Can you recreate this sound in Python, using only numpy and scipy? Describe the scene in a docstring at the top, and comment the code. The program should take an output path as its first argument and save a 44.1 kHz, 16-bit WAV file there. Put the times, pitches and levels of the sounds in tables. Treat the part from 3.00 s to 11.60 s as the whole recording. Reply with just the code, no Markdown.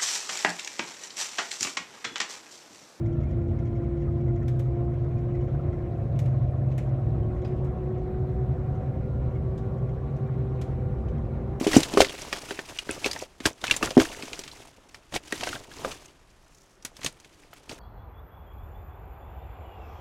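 """The motor of a magnetically levitated train whines as it gathers speed, heard inside the cabin.
The teeth of the track's motor winding pass under the magnets and make the whine; everything that
repeats along the track hums in step with the speed. The cabin's trim snaps, pings and rattles, and
something squeaks faintly. Behind it all are floor rumble, wall roar, air vents and a fan.
The tone changes slowly as a small microphone turns from the window to the aisle."""
import sys
import numpy as np
from scipy import signal
from scipy.fft import rfft, irfft
from scipy.io import wavfile
from scipy.ndimage import uniform_filter1d

SR = 44100
rng = np.random.default_rng(int(sys.argv[2]) if len(sys.argv) > 2 else 0)


def to_wav(sig):
    """Store sig (one row per channel, or 1-D mono) as 16-bit WAV at the path in sys.argv[1].

    Samples outside -1..1 are clipped; the rate is SR.
    """
    pcm = np.clip(np.atleast_2d(sig), -1, 1) * 32767
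    pcm = np.round(pcm).astype(np.int16)
    wavfile.write(sys.argv[1], SR, pcm.T)  # frames by channels


N = 379260
T = np.arange(N) / SR

# How far the microphone has turned: time_s, turn_share (0 = window, 1 = aisle)
MIC_TURN = [(0, 0.06), (2.2, 0.24), (3.5, 0.6), (5.2, 0.74), (8.6, 0.92)]


def track_tones():
    """Passing motor teeth whine and the repeating track pattern hums; all pitches rise with the speed."""
    # A tone's "multiple" is its pitch divided by the rate at which the track pattern passes.
    # The whine swells and fades: time_s, tooth_tone_db, double_pitch_db, triple_pitch_db
    whine = [(0, -35, -60, -79), (.5, -36.5, -51.5, -83), (.65, -37.5, -52.5, -63), (.95, -37.5, -52, -64),
             (1.2, -33, -54, -69), (1.55, -39, -51.5, -72), (1.7, -36, -50.5, -61),
             (2.3, -36.5, -49.5, -68), (2.6, -39.5, -56, -65), (2.8, -39, -74, -61), (3.3, -50, -63, -66),
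             (3.8, -46, -58.5, -66.5), (4.4, -38, -64, -60.5), (4.65, -35.5, -50.5, -72.5),
             (4.9, -36.5, -48, -61.5), (5.4, -37, -51.5, -80), (5.7, -43.5, -51, -74.5),
             (6.15, -52, -54.5, -68), (6.5, -39.5, -58, -62.5), (7.1, -47.5, -57.5, -59.5),
             (7.35, -41, -56.5, -63.5), (7.7, -42, -53.5, -67), (8.1, -50.5, -57.5, -64),
             (8.6, -45, -53.5, -64)]
    # Low hums that grow loud when their pitch meets a cabin resonance: multiple, base_level_db
    low_hums = [(11, -39.5), (15, -32), (21, -38), (24, -44.5)]
    # Resonances, the pitches at which the cabin booms: pitch_hz, width_hz, gain_db
    booms = [(112.6, 12, 0), (132, 13, -2), (138.1, 0.93, 2), (229.3, 7.1, -4)]
    # The deepest hums swell and sink: time_s, gain_db
    throb = [(0, 7.5), (.5, -3.5), (1.05, 4.5), (1.35, 6.5), (1.9, 0), (2.45, 6), (2.9, -1), (3.25, 9),
             (3.75, -13.5), (4.05, 11), (4.4, -1.5), (5.2, -10), (6.2, -0.5), (7.3, 0), (7.6, -7),
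             (8.6, -12)]
    # Faint hums that come and go as girders pass: multiple, base_level_db
    faint_hums = [(3, -54.5), (6, -50.5), (9, -53), (16, -54), (30, -56), (32, -54), (34, -55.5)]
    # Hums that stand out for one stretch of track: multiple, start_s, end_s, level_db
    passing_hums = [(66, 0, .4, -54), (39, 0, 1, -53), (37, 0, 1.4, -49), (13, .2, .9, -33),
                    (56, .35, 4.6, -52), (144, 0, .35, -64), (13, 1.1, 2.5, -29), (22, 1.5, 2, -50),
                    (24, 1.8, 4.5, -56), (33, 2.2, 5.3, -53), (74, 2.4, 3.5, -57), (60, 2.5, 2.9, -55),
                    (18, 2.5, 7.1, -51), (69, 2.8, 3.5, -54), (66, 3, 3.9, -58), (13, 3.05, 4.3, -28),
                    (60, 3.1, 4.35, -49), (14, 2.35, 2.75, -33), (71, 3.1, 3.6, -58), (75, 3.3, 4.6, -56),
                    (11, 2.95, 4.5, -37), (21, 7.6, 8.6, -43), (24, 0, 1.4, -46), (109, 4.2, 4.7, -63),
                    (22, 4.25, 4.7, -47), (13, 4.3, 5, -33), (13, 5, 6.1, -36), (37, 4.3, 7, -49),
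                    (12, 5, 6, -38), (27, 4.9, 8.5, -55), (70, 5.2, 6.4, -59), (48, 5.2, 7.5, -53),
                    (15, 5.5, 7.4, -43), (54, 5.9, 6.3, -54), (60, 5.8, 7.7, -61), (12, 6, 8, -33),
                    (102, 6.5, 7.5, -66), (13, 7, 7.5, -33), (46, 7.5, 8.2, -53), (51, 7.9, 8.6, -55),
                    (33, 7.9, 8.6, -51)]
    tooth_spacing_m, teeth_per_pattern = .086, 36
    start_m_per_s, off_boom_db, fade_s = 29.18, -17, .25
    t = T[::10]  # these tones are low, so a tenth of the sample rate is enough
    pull_m_per_s2 = np.interp(t, [0, 4.8], [.41, .592])  # the pull grows, then holds
    speed = start_m_per_s + np.cumsum(pull_m_per_s2) * 10 / SR
    pattern_hz = speed / (tooth_spacing_m * teeth_per_pattern)
    angle = 2 * np.pi * np.cumsum(pattern_hz) * 10 / SR
    turn, throb_db = curves(MIC_TURN, t)[0], curves(throb, t)[0]
    tones = []
    for k, db in enumerate(curves(whine, t), start=1):
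        tones.append((teeth_per_pattern * k, gain_of(db) * wavering(rate_hz=6, steady=.88)))
    for multiple, db in low_hums:
        hz = multiple * pattern_hz
        peaks = sum(gain_of(d) / (1 + (2 * (hz - pitch) / width) ** 2) for pitch, width, d in booms)
        level = (gain_of(off_boom_db) + peaks) * gain_of(db + (multiple < 20) * throb_db)
        tones.append((multiple, level * wavering(rate_hz=5, steady=.89)))
    for multiple, db in faint_hums:
        level = gain_of(db + facing_db(multiple * pattern_hz, turn))
        tones.append((multiple, level * wavering(rate_hz=.79, steady=.37)))
    for multiple, start_s, end_s, db in passing_hums:
        fade = np.clip(np.minimum(t - start_s, end_s - t) / fade_s + .5, 0, 1)
        tones.append((multiple, gain_of(db) * fade * wavering(rate_hz=5, steady=.85)))
    out = np.zeros(len(t))
    for multiple, level in tones:
        phase = multiple * angle + 2 * np.pi * rng.random()
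        out += (level * np.exp(1j * phase)).real
    return np.sqrt(2) * signal.resample_poly(out, 10, 1, window=("kaiser", 12))[:N]


def trim_snaps():
    """The trim cracks and slips again within milliseconds; a short cabin echo follows."""
    # Each snap (level over its first 10 ms; decay is the time to fall by 60 dB):
    # start_s, level_db, brightness_db_per_octave, decay_s, ring_hz, ring_db, body_ring_db
    snaps = [(1.4788, -51, -1.5, 0.061, 3700, 4, 2), (1.592, -53, 2, 0.066, 3700, 1, 8.5),
             (2.04, -78, 2, 0.1, 3540, 2, 4), (3.1555, -62, -6, 0.18, 3540, 6, 8.5),
             (3.188, -47.5, 2.5, 0.089, 5700, 5, 8.5), (3.256, -55.5, -5, 0.071, 2600, 3, 7.5),
             (3.702, -64, -6, .08, 6000, 2, 6), (3.714, -57, -8, 0.18, 6300, 10, 7),
             (3.777, -48.5, 1, 0.12, 7560, 3, 11), (4.4462, -52, -11, 0.05, 4950, 16, 2.5),
             (4.473, -60, -3, 0.11, 4110, -1, 10), (4.643, -65.5, 2, 0.09, 6540, 5, 9),
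             (6.575, -58.5, -6.5, 0.12, 3500, 1.5, -12), (7.161, -65.5, -6, 0.093, 5850, 7, -2),
             (7.6123, -49, -3, 0.072, 3300, 2, -1), (8.082, -61.5, -9, 0.11, 6060, 9, 0)]
    # The tone colour all snaps start from: pitch_hz, gain_db
    snap_colour = [(500, -20), (900, -3), (1400, -1), (2200, 0), (3000, -3), (3700, -2), (4800, -6),
                   (6600, -2), (8200, -6), (11000, -10), (13000, -10), (15000, -12)]
    out, t = np.zeros(N), np.arange(16384) / SR
    hz = np.fft.rfftfreq(len(t), 1 / SR)
    for start_s, db, bright_db, decay_s, ring_hz, ring_db, body_db in snaps:
        jitter = rng.uniform(0, .64, 4) * (np.arange(4) > 0)
        slips_s = .0036 * (np.arange(4) + jitter)
        crack = sum(.65 ** k * (t >= s) * gain_of(-60 * np.maximum(t - s, 0) / .028)
                    for k, s in enumerate(slips_s))
        tail = gain_of(-60 * t / np.clip(decay_s, .04, .15)) + .4 * gain_of(-60 * t / .43)
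        envelope = (crack + tail) * np.minimum(t / .003, 1) ** 2
        tilt = bright_db * np.log2(np.maximum(hz / 3000, 1))
        ring = ring_db / (1 + ((hz - ring_hz) / 350) ** 2)
        body = body_db / (1 + ((hz - 2250) / 770) ** 2)
        colour = gain_of(db_at(snap_colour, hz) + tilt + ring + body)
        sharp, dull = (irfft(rfft(rng.standard_normal(len(t))) * colour / (1 + (hz / cutoff_hz) ** 2))
                       for cutoff_hz in (40000, 11000))
        sharp *= gain_of(-60 * (t / .027) ** 2)  # the treble dies first
        dull *= 1 - gain_of(-60 * (t / .02) ** 2)
        burst = envelope * (sharp + dull)
        add(out, start_s, gain_of(db) * burst / np.std(burst[:SR // 100]))
    return out


def trim_pings(faint_count=260):
    """Small knocks make a panel ring briefly at one main pitch and two weaker ones."""
    # The loudest pings: start_s, level_db, pitch_hz
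    loud_pings = [(0.232, -51.5, 2160), (0.586, -53, 2110), (1.077, -45.5, 1250), (1.28, -52, 2050),
                  (1.416, -52, 1830), (2.345, -51, 2000), (2.406, -61, 2980), (2.484, -50, 1340),
                  (2.595, -49, 1340), (4.066, -56, 1880), (4.229, -61, 3070), (6.356, -51.5, 2160),
                  (7.262, -59, 2350), (8.08, -60, 3060)]
    # How strong the faint, random pings tend to be: pitch_hz, base_level_db
    faint_levels = [(1100, -66.5), (1300, -52.5), (2000, -62), (2600, -63), (3300, -77.5), (4500, -85)]
    out, t = np.zeros(N), np.arange(3000) / SR
    when, pitch_share, softness = rng.random((faint_count, 3)).T
    faint_s = when * N / SR
    faint_hz = 1150 * (4300 / 1150) ** pitch_share
    faint_db = db_at(faint_levels, faint_hz) - 2.3 * np.log(softness + .046)
    faint_db -= 4 * curves(MIC_TURN, faint_s)[0]  # they come from the window side
    envelope = np.minimum(t / .0022, 1) * gain_of(-60 * t / .09)
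    for start_s, db, hz in [*loud_pings, *zip(faint_s, faint_db, faint_hz)]:
        low_hz, high_hz = hz * rng.uniform([.6, 1.1], [.9, 1.4])
        weaker = np.sin(2 * np.pi * low_hz * t) + .5 * np.sin(2 * np.pi * high_hz * t)
        ring = np.sin(2 * np.pi * hz * t) + .41 * weaker
        add(out, start_s, gain_of(db) * envelope * ring)
    return out


def rattles(faint_count=14):
    """A loose part chatters in short bursts that make it ring; faint bursts come at random."""
    # The clearer rattles, thickest in the first second: start_s, level_db
    clear_rattles = [(0.0572, -58), (0.124, -65), (0.14, -75), (0.203, -65), (0.2313, -61), (0.3076, -64),
                     (0.4149, -70), (0.4787, -68), (0.586, -59), (0.6523, -64), (0.668, -62.5),
                     (0.7526, -64), (0.765, -65), (0.835, -67), (0.9696, -66), (1.003, -64), (1.017, -64),
                     (1.1158, -71), (1.2794, -68), (1.3577, -62), (1.4246, -64), (1.9329, -65.5),
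                     (2.1803, -63), (2.3485, -64), (2.4078, -64), (2.4794, -63), (2.7261, -62),
                     (3.8885, -64), (4.2394, -72), (4.416, -59), (4.432, -65), (4.9794, -67), (5.75, -63),
                     (6.3479, -63), (6.781, -63.5), (6.887, -60.5), (8.1777, -59.5)]
    # The pitches at which the loose part rings: pitch_hz, width_hz, gain_db
    resonances = [(2100, 340, 9.5), (3220, 350, 2), (4000, 300, -9.5), (4650, 300, -7.5), (5500, 300, -1),
                  (5830, 300, -0.5), (6430, 410, -3.5), (6800, 350, -3.5)]
    rise_s, faint_db, dulling_db = .0052, -70, -7.5
    out, t = np.zeros(N), np.arange(4096) / SR
    hz = np.fft.rfftfreq(len(t), 1 / SR)
    envelope = t / rise_s * np.exp(1 - t / rise_s)
    when, size = rng.random((faint_count, 2)).T
    for start_s, db in [*clear_rattles, *zip(when * N / SR, faint_db + 6 * (size - .5))]:
        ring = sum(gain_of(d + 1.5 * rng.standard_normal()) / (1 + 2j * (hz - pitch) / width) ** 2
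                   for pitch, width, d in resonances)
        # treble is lost as the microphone turns away
        ring *= gain_of(dulling_db * curves(MIC_TURN, start_s)[0] * np.clip(hz / 5000, 0, 1) ** 2)
        chatter = unit_level(irfft(rfft(rng.standard_normal(len(t))) * ring))
        add(out, start_s, gain_of(db) * envelope * chatter)
    return out


def squeaks():
    """A thin, high, slightly rough tone slides up, then down."""
    # The two strokes of the squeak: start_s, length_s, first_hz, last_hz, level_db
    strokes = [(5.05, 0.099, 11650, 12100, -88), (5.23, .07, 11500, 11150, -88)]
    out = np.zeros(N)
    for start_s, length_s, first_hz, last_hz, db in strokes:
        glide_hz = np.linspace(first_hz, last_hz, round(length_s * SR))
        wobble_hz = 60 * unit_level(uniform_filter1d(rng.standard_normal(8192), size=150))
        tone = np.sqrt(2) * np.sin(2 * np.pi * np.cumsum(glide_hz + wobble_hz[:len(glide_hz)]) / SR)
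        add(out, start_s, gain_of(db) * tone * signal.windows.tukey(len(tone), .4))
    return out


def cabin_noise():
    """The floor rumbles, a roar comes through the walls and the air vents hiss."""
    # How loud each noise is: time_s, rumble_db, roar_db, air_db
    levels = [(0, -26.5, -40.5, -56.5), (1.3, -30, -41.5, -57), (2.5, -30, -41.5, -56),
              (3.4, -32, -42.5, -57), (4.4, -31.5, -40.5, -56), (5.5, -30, -40.5, -56.5),
              (5.8, -30, -40.5, -56), (6.8, -30, -39.5, -57), (7.3, -33, -40, -55.5),
              (7.95, -29, -39.5, -56.5), (8.6, -31.5, -39.5, -55.5)]
    # The tone colours of floor, walls and vents, each: pitch_hz, gain_db
    floor_colour = [(15, -39), (25, -19), (35, -25.5), (45, -6.5), (66, 2), (96, 0), (110, 2), (126, -2),
                    (146, -2.5), (177, -17), (230, -13.5), (400, -38.5), (800, -83)]
    wall_colour = [(100, -11.5), (170, 10), (227, 6.5), (288, 6.5), (389, 4), (510, 1.5), (672, -0.5),
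                   (740, -5.5), (800, -8), (1066, -30.5), (1300, -41), (2000, -49), (4000, -80)]
    vent_colour = [(500, -22), (1000, 5), (1300, -1), (1600, -5.5), (2000, -4.5), (2300, -6.5), (2700, -13),
                   (3300, -18), (4000, -19), (4800, -30), (5500, -26.5), (7000, -30.5), (9000, -35.5),
                   (14500, -49)]
    rumble_db, roar_db, air_db = curves(levels, T)
    rumble = gain_of(rumble_db) * noise(floor_colour, size=8192, patchy_db=1.2, flicker_db=.4)
    roar = gain_of(roar_db) * noise(wall_colour, size=2048, patchy_db=.8, flicker_db=.1)
    air = gain_of(air_db) * noise(vent_colour, size=512, patchy_db=2, flicker_db=-.14)
    return rumble + roar + air


def fan(pitch_hz=1404):
    """A fan sings one faint, slightly unsteady tone."""
    # How loud the fan is: time_s, level_db
    levels = [(0, -69.5), (1.25, -67.5), (1.8, -76), (5.3, -73.5), (5.9, -65.5), (8.6, -68.5)]
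    waver = np.interp(T, T[::10], wavering(rate_hz=4, steady=.8))
    tone = np.sqrt(2) * (waver * np.exp(2j * np.pi * pitch_hz * T)).real
    return gain_of(curves(levels, T)[0]) * tone


def facing_db(hz, turn):
    """How much louder or softer each pitch gets as the microphone turns."""
    # The change when fully turned to the aisle: pitch_hz, gain_db
    aisle = [(35, 1.5), (60, 4), (90, -3.5), (130, 2), (200, 2), (260, -1), (400, -0.5), (460, -1.5),
             (510, 8), (560, 0), (650, -2), (900, 5), (1150, 2), (1600, 4), (2100, -2), (3000, 1.5),
             (6000, 1), (12000, -0.5)]
    # The extra change half-way, facing the end wall behind the seats: pitch_hz, gain_db
    end_wall = [(130, 1), (260, 0), (450, 4.5), (580, 2.5), (700, 9.5), (850, 0.5), (2000, 0.5)]
    return db_at(aisle, hz) * turn + db_at(end_wall, hz) * np.sin(np.pi * turn) ** 2


def noise(colour, size, patchy_db, flicker_db, turns=True):
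    """Noise in frames of `size` samples: patches of pitch swell and sink, and the whole level flickers."""
    frames, hz = 4 * N // size + 5, np.fft.rfftfreq(size, 1 / SR)
    real, imag, patches = rng.standard_normal((frames, len(hz), 3)).T
    patches = unit_level(uniform_filter1d(uniform_filter1d(patches, size=12, axis=0), size=10, axis=1))
    flicker = unit_level(uniform_filter1d(rng.standard_normal(frames), size=5))
    turn = curves(MIC_TURN, np.arange(frames) * size / 4 / SR)[0]
    colour_db = db_at(colour, hz)[:, None] + turns * facing_db(hz[:, None], turn)
    spectra = (real + 1j * imag) * gain_of(colour_db + patchy_db * patches + flicker_db * flicker)
    return unit_level(signal.istft(spectra, nperseg=size, noverlap=3 * size // 4)[1][:N])


def wavering(rate_hz, steady):
    """A gain for every tenth sample: a steady share plus a part that drifts in size and phase."""
    t = np.arange(0, N / SR + 1, 1 / 50)
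    span = max(round(25 / rate_hz), 1)
    real, imag = uniform_filter1d(uniform_filter1d(rng.standard_normal((2, len(t))), span), span)
    drift = unit_level(real + 1j * imag)
    return np.interp(T[::10], t, np.sqrt(steady) + np.sqrt(1 - steady) * drift)


def gain_of(db):
    """Turns decibels into a number to multiply by."""
    return 10 ** (np.asarray(db) / 20)


def unit_level(x):
    """Scales a signal to an average (rms) level of 1."""
    return x / np.sqrt(np.mean(np.abs(x) ** 2) + 1e-20)


def db_at(table, hz):
    """Looks up decibels by pitch, with every octave equally wide."""
    pitches, db = np.transpose(table)
    return np.interp(np.log(hz + 1), np.log(pitches + 1), db)


def curves(table, t):
    """Looks up each column of a time table at the times t."""
    times, *columns = np.transpose(table)
    return [np.interp(t, times, column) for column in columns]


def add(mix, start_s, sound):
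    """Mixes a sound in at its start time."""
    part = mix[round(start_s * SR):][:len(sound)]
    part += sound[:len(part)]


def scene():
    """All sources reach one microphone."""
    return (track_tones() + cabin_noise() + fan() + trim_snaps() + rattles() + trim_pings() + squeaks())[None]


def record(dry):
    """The microphone adds its own hiss, and the highest treble is cut off."""
    # The tone colour of that hiss: pitch_hz, gain_db
    hiss_colour = [(2000, -20), (4000, -1.5), (5000, -4), (7000, -9), (9500, -7), (10500, -13.5),
                   (11500, -8.5), (14500, -11.5)]
    hiss_db, cutoff_hz = -78.5, 15330
    hiss = gain_of(hiss_db) * noise(hiss_colour, size=512, patchy_db=2, flicker_db=.5, turns=False)
    low_pass = signal.firwin(1023, cutoff_hz, window=("kaiser", 5), fs=SR)
    return signal.oaconvolve(dry + hiss, low_pass[None], "same")


dry = scene()
out = record(dry)
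to_wav(out)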